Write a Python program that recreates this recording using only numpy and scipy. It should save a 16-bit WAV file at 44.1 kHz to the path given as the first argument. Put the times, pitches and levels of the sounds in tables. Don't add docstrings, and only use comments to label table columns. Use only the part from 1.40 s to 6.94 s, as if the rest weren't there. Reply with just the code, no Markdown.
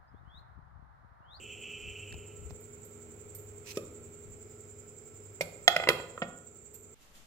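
import sys
import numpy as np
from scipy import signal
from scipy.fft import rfft, irfft
from scipy.io import wavfile

SR = 44100
rng = np.random.default_rng(int(sys.argv[2]) if len(sys.argv) > 2 else 0)


def materialize(psi):
    bounded = np.clip(np.atleast_2d(psi).T, -1, 1)
    quanta = np.round(bounded * 32767).astype(np.int16)
    wavfile.write(sys.argv[1], SR, quanta)


N = 244463
HZ = np.fft.rfftfreq(N, 1 / SR)
TIME = np.arange(N) / SR


def lid(lowest_hz=130):
    return signal.lfilter(*signal.butter(2, lowest_hz, "high", fs=SR), touch() + clatter() + clunks())


def touch():
    # (time [s], level [dB], relative level of the steel's crack [dB])
    touches = [(4.0088, -24.5, 3)]
    # (frequency [Hz], level [dB], T60 [s])
    rim_modes = [(164, -9, 0.16), (560, 15, 0.024), (565, -31, 0.2), (670, -5.5, 0.037), (934, -4.5, 0.069),
                 (1530, -21.5, 0.15), (2156, 9.5, 0.034), (2237, -21, 0.16), (2390, -1, 0.066),
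                 (2660, -7, 0.053), (3920, -13, 0.03)]
    out = np.zeros((2, N))
    for s, db, crack_db in touches:
        add(out, s, amp(db) * ring(rim_modes, rise_s=0.001))
        add(out, s, amp(db + crack_db) * crack(decay_s=0.0076))
    return out


def clatter(soft_hz=1485, hard_hz=11000, seated_s=4.46, crack_db=-4):
    # (time [s], level [dB], hardness [dB], low body [dB], high clink [dB])
    blows = [(4.2780, -5.5, -5, 6, 2), (4.3631, -11.5, -6.5, 6, -8.5), (4.3980, -18, -28, 7.5, -14),
             (4.4250, -28.5, -22, 11.5, -8.5), (4.4365, -20.5, -11.5, 8.5, -7),
             (4.4445, -46.5, -25.5, 5, -9), (4.4724, -18.5, -17, 10, -10), (4.4875, -9, 1.5, -10.5, -4),
             (4.4990, -19, -12.5, -2, 0), (4.5021, -15, -21.5, -12, -3), (4.5110, -31, -31, -4, -14.5),
             (4.5980, -30, -22, 6, -14)]
    # (frequency [Hz], level [dB], T60 [s])
    lid_modes = [(610, -8, 0.028), (705, -3, 0.026), (1240, -9, 0.03), (1454, -1.5, 0.025),
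                 (1885, 1, 0.022), (2025, 4, 0.024), (2490, 3, 0.019), (2730, 0, 0.019), (3180, 4, 0.017),
                 (3360, 2, 0.018), (3990, 3, 0.018), (4380, -8, 0.018), (4570, -6, 0.018), (5230, -2, 0.02),
                 (6490, -9, 0.018), (7040, -16, 0.018), (7800, -15, 0.021), (9700, -14, 0.018),
                 (11000, -13, 0.018), (13300, -14, 0.018), (15100, -13, 0.015)]
    # (frequency [Hz], level [dB], T60 [s])
    glass_modes = [(586, -36, 0.31), (668, -37, 0.5), (703, -36, 0.35), (1986, -38, 0.3), (2116, -42, 0.4),
                   (2475, -30, 0.42), (3203, -38, 0.3), (3246, -38, 0.45), (3332, -36.5, 0.3),
                   (3410, -36, 0.3), (4016, -39, .3), (4096, -38, .35), (4608, -45, .4), (5180, -39, 0.3),
                   (5280, -42, 0.3), (9555, -46, 0.18)]
    # (frequency [Hz], level [dB], T60 [s])
    pan_modes = [(158, -17, 0.097), (210, -16.5, 0.027), (238, -11.5, 0.015), (344, -18.5, 0.13),
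                 (403, -8.5, 0.03), (466, -4, 0.051), (529, 1, 0.045), (988, -3.5, 0.029),
                 (1285, -22, 0.18), (1360, -41.5, .27)]
    body_below_hz, clink_above_hz = 1000, 2900
    ring_slope, thud_slope = 0.31, -0.063
    out = np.zeros((2, N))
    for s, db, hard_db, body_db, clink_db in blows:
        thud_db, ring_db = (-5, -0.5) if s > seated_s else (-16, 2)
        contact = signal.butter(2, min(soft_hz + hard_hz * amp(hard_db), SR / 3), fs=SR)
        struck_modes = [(hz, mode_db + body_db * (hz < body_below_hz) + clink_db * (hz > clink_above_hz),
                         t60) for hz, mode_db, t60 in lid_modes]
        clank = ring(struck_modes, rise_s=0.0016)
        glass = amp(ring_db + ring_slope * hard_db) * ring(glass_modes)
        pan = amp(thud_db + thud_slope * hard_db) * ring(pan_modes, rise_s=0.00031)
        add(out, s, amp(db) * signal.lfilter(*contact, clank + glass + pan))
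        add(out, s, amp(db + hard_db + crack_db) * crack(decay_s=0.0045))
    return out


def clunks(grind_db=-8.5):
    # (time [s], level [dB], treble cutoff [Hz])
    rocks = [(4.7770, -32, 1670), (4.8190, -26.5, 3300), (4.8226, -22.5, 2970)]
    # (frequency [Hz], level [dB], T60 [s])
    seat_modes = [(164, -6, 0.045), (216.2, -5, 0.033), (337, -8, 0.06), (519, 4, 0.021),
                  (562, -18.5, 0.24), (695, -5, 0.056), (1006, -6.5, 0.032), (1303, 3, 0.02),
                  (1410, -2, 0.028), (1426, -23, 0.54), (1864, -6, 0.043), (2190, -3, 0.04),
                  (2500, -9.5, 0.083), (2720, 4.5, 0.0083), (3270, 3.5, 0.0082), (4070, -10, 0.036)]
    out = np.zeros((2, N))
    for s, db, cutoff_hz in rocks:
        clunk = ring(seat_modes, rise_s=0.00074)
        add(clunk, 0, amp(grind_db) * crack(decay_s=0.0088))
        add(out, s, amp(db) * signal.lfilter(*signal.butter(2, cutoff_hz, fs=SR), clunk))
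    return out


def ring(modes, rise_s=0.00059, scatter_db=4.5, stagger_cycles=0.18, lead_s=0.00014):
    diffuse_hz, blur_cycles = 1600, 0.1
    t = np.arange(SR * 3 // 4) / SR
    out = np.zeros((2, len(t)))
    for hz, db, t60 in modes:
        mode_db = db + scatter_db * rng.standard_normal()
        apart = np.array([[1], [0]]) * min(hz / diffuse_hz, 1)
        phase = stagger_cycles * rng.standard_normal()
        left_lead = apart * (lead_s * hz + blur_cycles * rng.standard_normal())
        out += amp(mode_db - 60 * t / t60) * np.sin(2 * np.pi * (hz * t + phase + left_lead))
    return out * (1 - np.exp(-t / rise_s)) / 2


def crack(decay_s, rise_s=0.0025):
    # (frequency [Hz], spectral level [dB])
    spectrum = [(300, -26.5), (1000, -4), (2500, -1.5), (5000, -1), (8000, -6), (11000, -7), (15500, -21.5)]
    t = np.arange(2048) / SR
    return burst(spectrum, size=len(t)) * np.exp(-t / decay_s) * (1 - np.exp(-t / rise_s)) / 2


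def knocks(lowest_hz=95):
    # (time [s], level [dB], relative level of the click [dB])
    blows = [(2.3711, -23.5, 4.5)]
    # (frequency [Hz], level [dB], T60 [s])
    worktop_modes = [(138, -9, 0.042), (200, 6.5, 0.016), (337, -11, 0.1), (404, 10, 0.029),
                     (543, -11, 0.13), (596, -5, 0.099), (456, -15, 0.42), (672, -15.5, 0.068),
                     (1250, -13.5, 0.049), (2515, -9.5, 0.093)]
    out = np.zeros((2, N))
    for s, db, click_db in blows:
        add(out, s, amp(db) * ring(worktop_modes, rise_s=0.0018))
        add(out, s, amp(db + click_db) * crack(decay_s=0.0026))
    return signal.lfilter(*signal.butter(2, lowest_hz, "high", fs=SR), out)


def hiss(final_hz=2660, sag_hz=190, settle_s=0.5):
    # (offset from the centre [Hz], level [dB])
    band_shape = [(-900, -19), (-550, -6), (-330, 2), (-76, 4), (251, 3.5), (511, -1.5), (899, -31),
                  (2200, -26), (3402, -12.5), (4597, -39)]
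    # (frequency [Hz], bandwidth [Hz], lift [dB])
    peaks = [(2440, 70, 4), (2630, 55, 11), (2725, 45, 8), (2940, 40, 6), (3005, 35, 6), (3095, 40, 4)]
    # (time [s], level [dB])
    envelope = [(0, -54.5), (0.11, -46.5), (0.21, -51), (0.24, -45.5), (0.31, -45.5), (0.52, -46.5),
                (0.68, -51.5), (0.85, -60.5), (1.05, -71), (1.2, -110)]
    offset_hz, shape_db = np.transpose(band_shape)
    shape = amp(np.interp(np.fft.fftfreq(N, 1 / SR), offset_hz, shape_db, left=-np.inf, right=-np.inf))
    baseband = np.fft.ifft(np.fft.fft(noise(1, coherence=0.99)) * shape)
    centre_hz = final_hz + sag_hz * np.exp(-TIME / settle_s)
    band = (baseband * np.exp(2j * np.pi * np.cumsum(centre_hz) / SR)).real
    whistling = unit_rms(filtered(band, 1 + resonances(peaks, HZ)))
    return amp(curve(envelope)) * whistling * panned(right_db=2.0)


def scuffs(grain_db=3.0, grain_s=0.003):
    # (midpoint time [s], duration [s], level [dB])
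    slides = [(1.107, 0.035, -61), (2.287, 0.1, -48.5), (2.316, 0.052, -46.5), (2.36, 0.031, -49),
              (5.355, 0.033, -66.5)]
    # (frequency [Hz], spectral level [dB])
    spectrum = [(590, -16), (1000, -3), (1360, -19), (1500, -9), (1750, -2), (2450, 0.5), (3700, -2.5),
                (6120, -0.5), (15500, -12.5)]
    # (frequency [Hz], bandwidth [Hz], lift [dB])
    peaks = [(2500, 330, 7), (4130, 190, -2), (5200, 300, -1), (6100, 140, 7.5)]
    out = np.zeros((2, N))
    for s, length, db in slides:
        size = int(length * SR)
        catches = np.interp(np.arange(size) / SR / grain_s, np.arange(256), rng.standard_normal(256))
        hz = np.fft.rfftfreq(size, 1 / SR)
        friction = noise(amp(read(spectrum, hz)) * (1 + resonances(peaks, hz)), size=size)
        add(out, s - length / 2, amp(db + grain_db * catches) * friction * np.hanning(size))
    return out


def pings(rise_s=0.003, decay_s=0.013, scratch_db=-6, scratch_s=0.011):
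    # (time [s], level [dB], frequency ratio [1])
    events = [(1.204, -60, 1), (1.447, -55, 0.99), (1.451, -55, 0.91), (1.949, -42, 1), (5.34, -51, .93),
              (5.342, -51, 1)]
    # (frequency [Hz], bandwidth [Hz], level [dB])
    modes = [(4470, 300, -17), (8600, 300, 3), (13750, 750, 0)]
    # (frequency [Hz], spectral level [dB])
    scratch_spectrum = [(3000, 5), (7000, 21), (8600, 20), (10500, 25), (13500, 28), (15500, -23)]
    size = 4096
    t, hz = np.arange(size) / SR, np.fft.rfftfreq(size, 1 / SR)
    envelope = (1 - np.exp(-t / rise_s)) * np.exp(-t / decay_s)
    out = np.zeros((2, N))
    for s, db, pitch in events:
        add(out, s, amp(db) * noise(resonances(modes, hz / pitch), size=size) * envelope)
        add(out, s, amp(db + scratch_db) * burst(scratch_spectrum, size) * np.exp(-t / scratch_s))
    return out


def case_ticks():
    # (time [s], click level [dB], thump level [dB])
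    ticks = [(0.708, -49, -61), (0.7251, -36, -49), (0.742, -38, -55), (1.1071, -43, -49.5)]
    # (frequency [Hz], level [dB], T60 [s])
    case_modes = [(84.5, 7, 0.09), (147, 12.5, 0.052), (227, 13.5, 0.044), (690, 17.5, 0.009),
                  (1000, 9, 0.0087), (1720, 16, 0.0063)]
    out = np.zeros((2, N))
    for s, click_db, thump_db in ticks:
        add(out, s, amp(click_db) * crack(decay_s=0.0016, rise_s=0.00043))
        add(out, s, amp(thump_db) * ring(case_modes, rise_s=0.00058))
    return out


def insect(beats_per_s=10.717, first_beat_s=0.0375, steady_db=-60.0, throb_db=-54.5, overtone_db=-71):
    # (frequency [Hz], spectral level [dB])
    spectrum = [(5600, -33.5), (6250, -19), (6650, -19), (7000, -9.5), (7230, 1), (7350, -10), (7480, 3),
                (7630, -3.5), (7900, -10), (8400, -28.5), (8800, -21.5), (9100, -56.5)]
    rise_beats, fall_beats = 0.18, 0.25
    beats = (TIME - first_beat_s) * beats_per_s
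    from_beat = (beats + .5) % 1 - .5
    swell = np.maximum(np.exp(-(from_beat / rise_beats) ** 2), np.exp(-(beats % 1) / fall_beats))
    envelope = np.hypot(amp(steady_db), amp(throb_db) * swell)
    shrill = noise(amp(read(spectrum, HZ)), coherence=0.091) * envelope
    strokes = np.exp(-((from_beat + .22) / 0.065) ** 2) + np.exp(-((from_beat - .02) / 0.069) ** 2)
    overtone = noise(np.exp(-((HZ - 15000) / 850) ** 2)) * strokes * amp(overtone_db)
    return (shrill + overtone) * panned(right_db=10.0)


def rumble(still_db=-86, half_width_s=0.06):
    # (midpoint time [s], level [dB])
    shifts = [(0.46, -50), (0.76, -51.5), (1.04, -52), (1.114, -52), (2.9, -54.5)]
    # (frequency [Hz], spectral level [dB])
    spectrum = [(20, -13), (45, 0), (75, 7.5), (110, -4), (220, -12), (1500, -67)]
    swells = sum(amp(db) * np.exp(-((TIME - s) / half_width_s) ** 2) for s, db in shifts)
    bass = noise(amp(read(spectrum, HZ)), coherence=0.25)
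    return (amp(still_db) + swells) * bass * panned(right_db=-9.0)


def whine(centre_hz=5103, half_width_hz=80, start_s=2.85, end_s=4.9, fade_s=0.14, db=-84):
    gate = np.clip(np.minimum(TIME - start_s, end_s - TIME) / fade_s, 0, 1)
    line = 1 / (1 + ((HZ - centre_hz) / half_width_hz) ** 2)
    return amp(db) * gate * noise(line, coherence=0.77) * panned(right_db=11)


def motor(waver_hz=2.5, drift_hz=0.6):
    # (frequency [Hz], level [dB], waver depth [dB])
    tones = [(78.4, -66.5, 2.5), (100.1, -58.5, 3), (235, -66.5, 2), (412, -57.5, 0.8), (434, -62.5, 1.5)]
    # (time [s], level [dB])
    envelope = [(0, -2.5), (1, 0), (2.5, 1), (3.2, 0), (3.8, -5), (4.5, -1.5), (5.0, -8.5), (5.54, -3.5)]
    out = np.zeros(N)
    for hz, db, waver_db in tones:
        swell, drift = noise(np.exp(-(HZ / waver_hz) ** 2))
        tone = np.sin(2 * np.pi * np.cumsum(hz + drift_hz * drift) / SR)
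        out += amp(db + waver_db * swell) * unit_rms(tone)
    return out * amp(curve(envelope))


def background(air_db=-56, coherent_below_hz=800):
    # (frequency [Hz], spectral level [dB])
    air_spectrum = [(40, -6.5), (85, 2.5), (150, 0.5), (195, -4.5), (280, -8.5), (335, 0), (480, -2),
                    (620, -11.5), (1000, -17.5), (1800, -23.5), (3000, -25), (4500, -31), (8000, -37.5),
                    (15500, -28)]
    # (frequency [Hz], bandwidth [Hz], level [dB])
    whirr_bands = [(1272, 9.2, -84), (1330, 10, -77), (1392, 250, -76.5), (2267, 510, -74.5)]
    # (time [s], level [dB])
    envelope = [(0, 0.5), (2.4, 1), (3.6, -1), (4.4, 2), (5.0, -4.5), (5.54, -2.5)]
    # (frequency [Hz], left minus right level [dB])
    balance = [(100, 1.5), (270, 0.5), (450, -2.5), (800, 0), (1300, -3.5), (2100, -9), (3500, 0.5),
               (12000, -0.5)]
    coherence = 1 / (1 + (HZ / coherent_below_hz) ** 4)
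    air = amp(air_db) * noise(amp(read(air_spectrum, HZ)), coherence * 0.65)
    lines = sum(amp(db) * unit_rms(1 / (1 + (2 * (HZ - hz) / width) ** 2))
                for hz, width, db in whirr_bands)
    whirr = noise(lines, coherence * 0.84) * np.sqrt(np.mean(lines ** 2))
    ambience = (air + whirr) * amp(curve(envelope)) + motor()
    return filtered(ambience, panned(-read(balance, HZ)))


def room(x, gap_s=0.0027, coherent_below_hz=1100):
    # (frequency [Hz], T60 [s])
    t60 = [(150, 0.82), (500, 0.75), (1400, 0.61), (3000, 0.53), (7000, 0.5), (15000, 0.3)]
    # (frequency [Hz], level [dB])
    colour = [(100, 2.5), (500, -10.5), (800, -6), (1200, -5), (2000, -13.5), (3300, -10), (7000, -14),
              (14000, -4)]
    hz, t, spectra = signal.stft(rng.standard_normal((2, SR)), SR, nperseg=256)
    spectra = correlated(*spectra, 1 / (1 + (hz[:, None] / coherent_below_hz) ** 2))
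    decay = amp(-60 * t / read(t60, hz)[:, None])
    decay /= np.sqrt(SR * np.mean(decay ** 2, axis=1, keepdims=True))
    tail = signal.istft(spectra * decay * amp(read(colour, hz))[:, None], SR, nperseg=256)[1]
    tail *= np.clip(np.arange(tail.shape[1]) / SR / gap_s - .5, 0, 1)
    return signal.fftconvolve(x, tail, axes=1)[:, :N]


def amp(db):
    return 10 ** (np.asarray(db) / 20)


def unit_rms(x):
    return x / np.sqrt(np.mean(x ** 2) + 1e-20)


def read(points, hz):
    f, value = np.transpose(points)
    return np.interp(np.log(hz + 1), np.log(f + 1), value)


def curve(points):
    return np.interp(TIME, *np.transpose(points))


def add(mix, s, sound):
    part = mix[:, max(round(s * SR), 0):][:, :sound.shape[1]]
    part += sound[:, :part.shape[1]]


def filtered(x, gain):
    return irfft(rfft(x) * gain, N)


def correlated(a, b, coherence):
    return np.array([a, coherence * a + np.sqrt(1 - coherence ** 2) * b])


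def noise(gain, coherence=0., size=N):
    white = rfft(rng.standard_normal((2, size)))
    return unit_rms(irfft(correlated(*white, coherence) * gain, size))


def burst(spectrum, size):
    return noise(amp(read(spectrum, np.fft.rfftfreq(size, 1 / SR))), size=size)


def resonances(peaks, f):
    return sum(amp(db) / (1 + (2 * (f - hz) / width) ** 2) for hz, width, db in peaks)


def panned(right_db):
    return amp(np.array([[-.5], [.5]]) * right_db)


def scene():
    # (frequency [Hz], left minus right level [dB])
    shadow = [(100, 1.5), (600, -1), (1400, -4.5), (3000, -7), (5500, -9), (9000, -3), (14000, -15.5)]
    near = lid() + knocks() + pings() + scuffs()
    near = filtered(near + room(near), panned(-read(shadow, HZ)))
    return near + case_ticks() + rumble() + hiss() + whine() + insect() + background()


def record(dry):
    cutoff_hz = 15850
    low_pass = signal.firwin(511, cutoff_hz, window=("kaiser", 9), fs=SR)
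    return signal.oaconvolve(np.clip(dry, -1, 1), low_pass[None], "same")


dry = scene()
out = record(dry)
materialize(out)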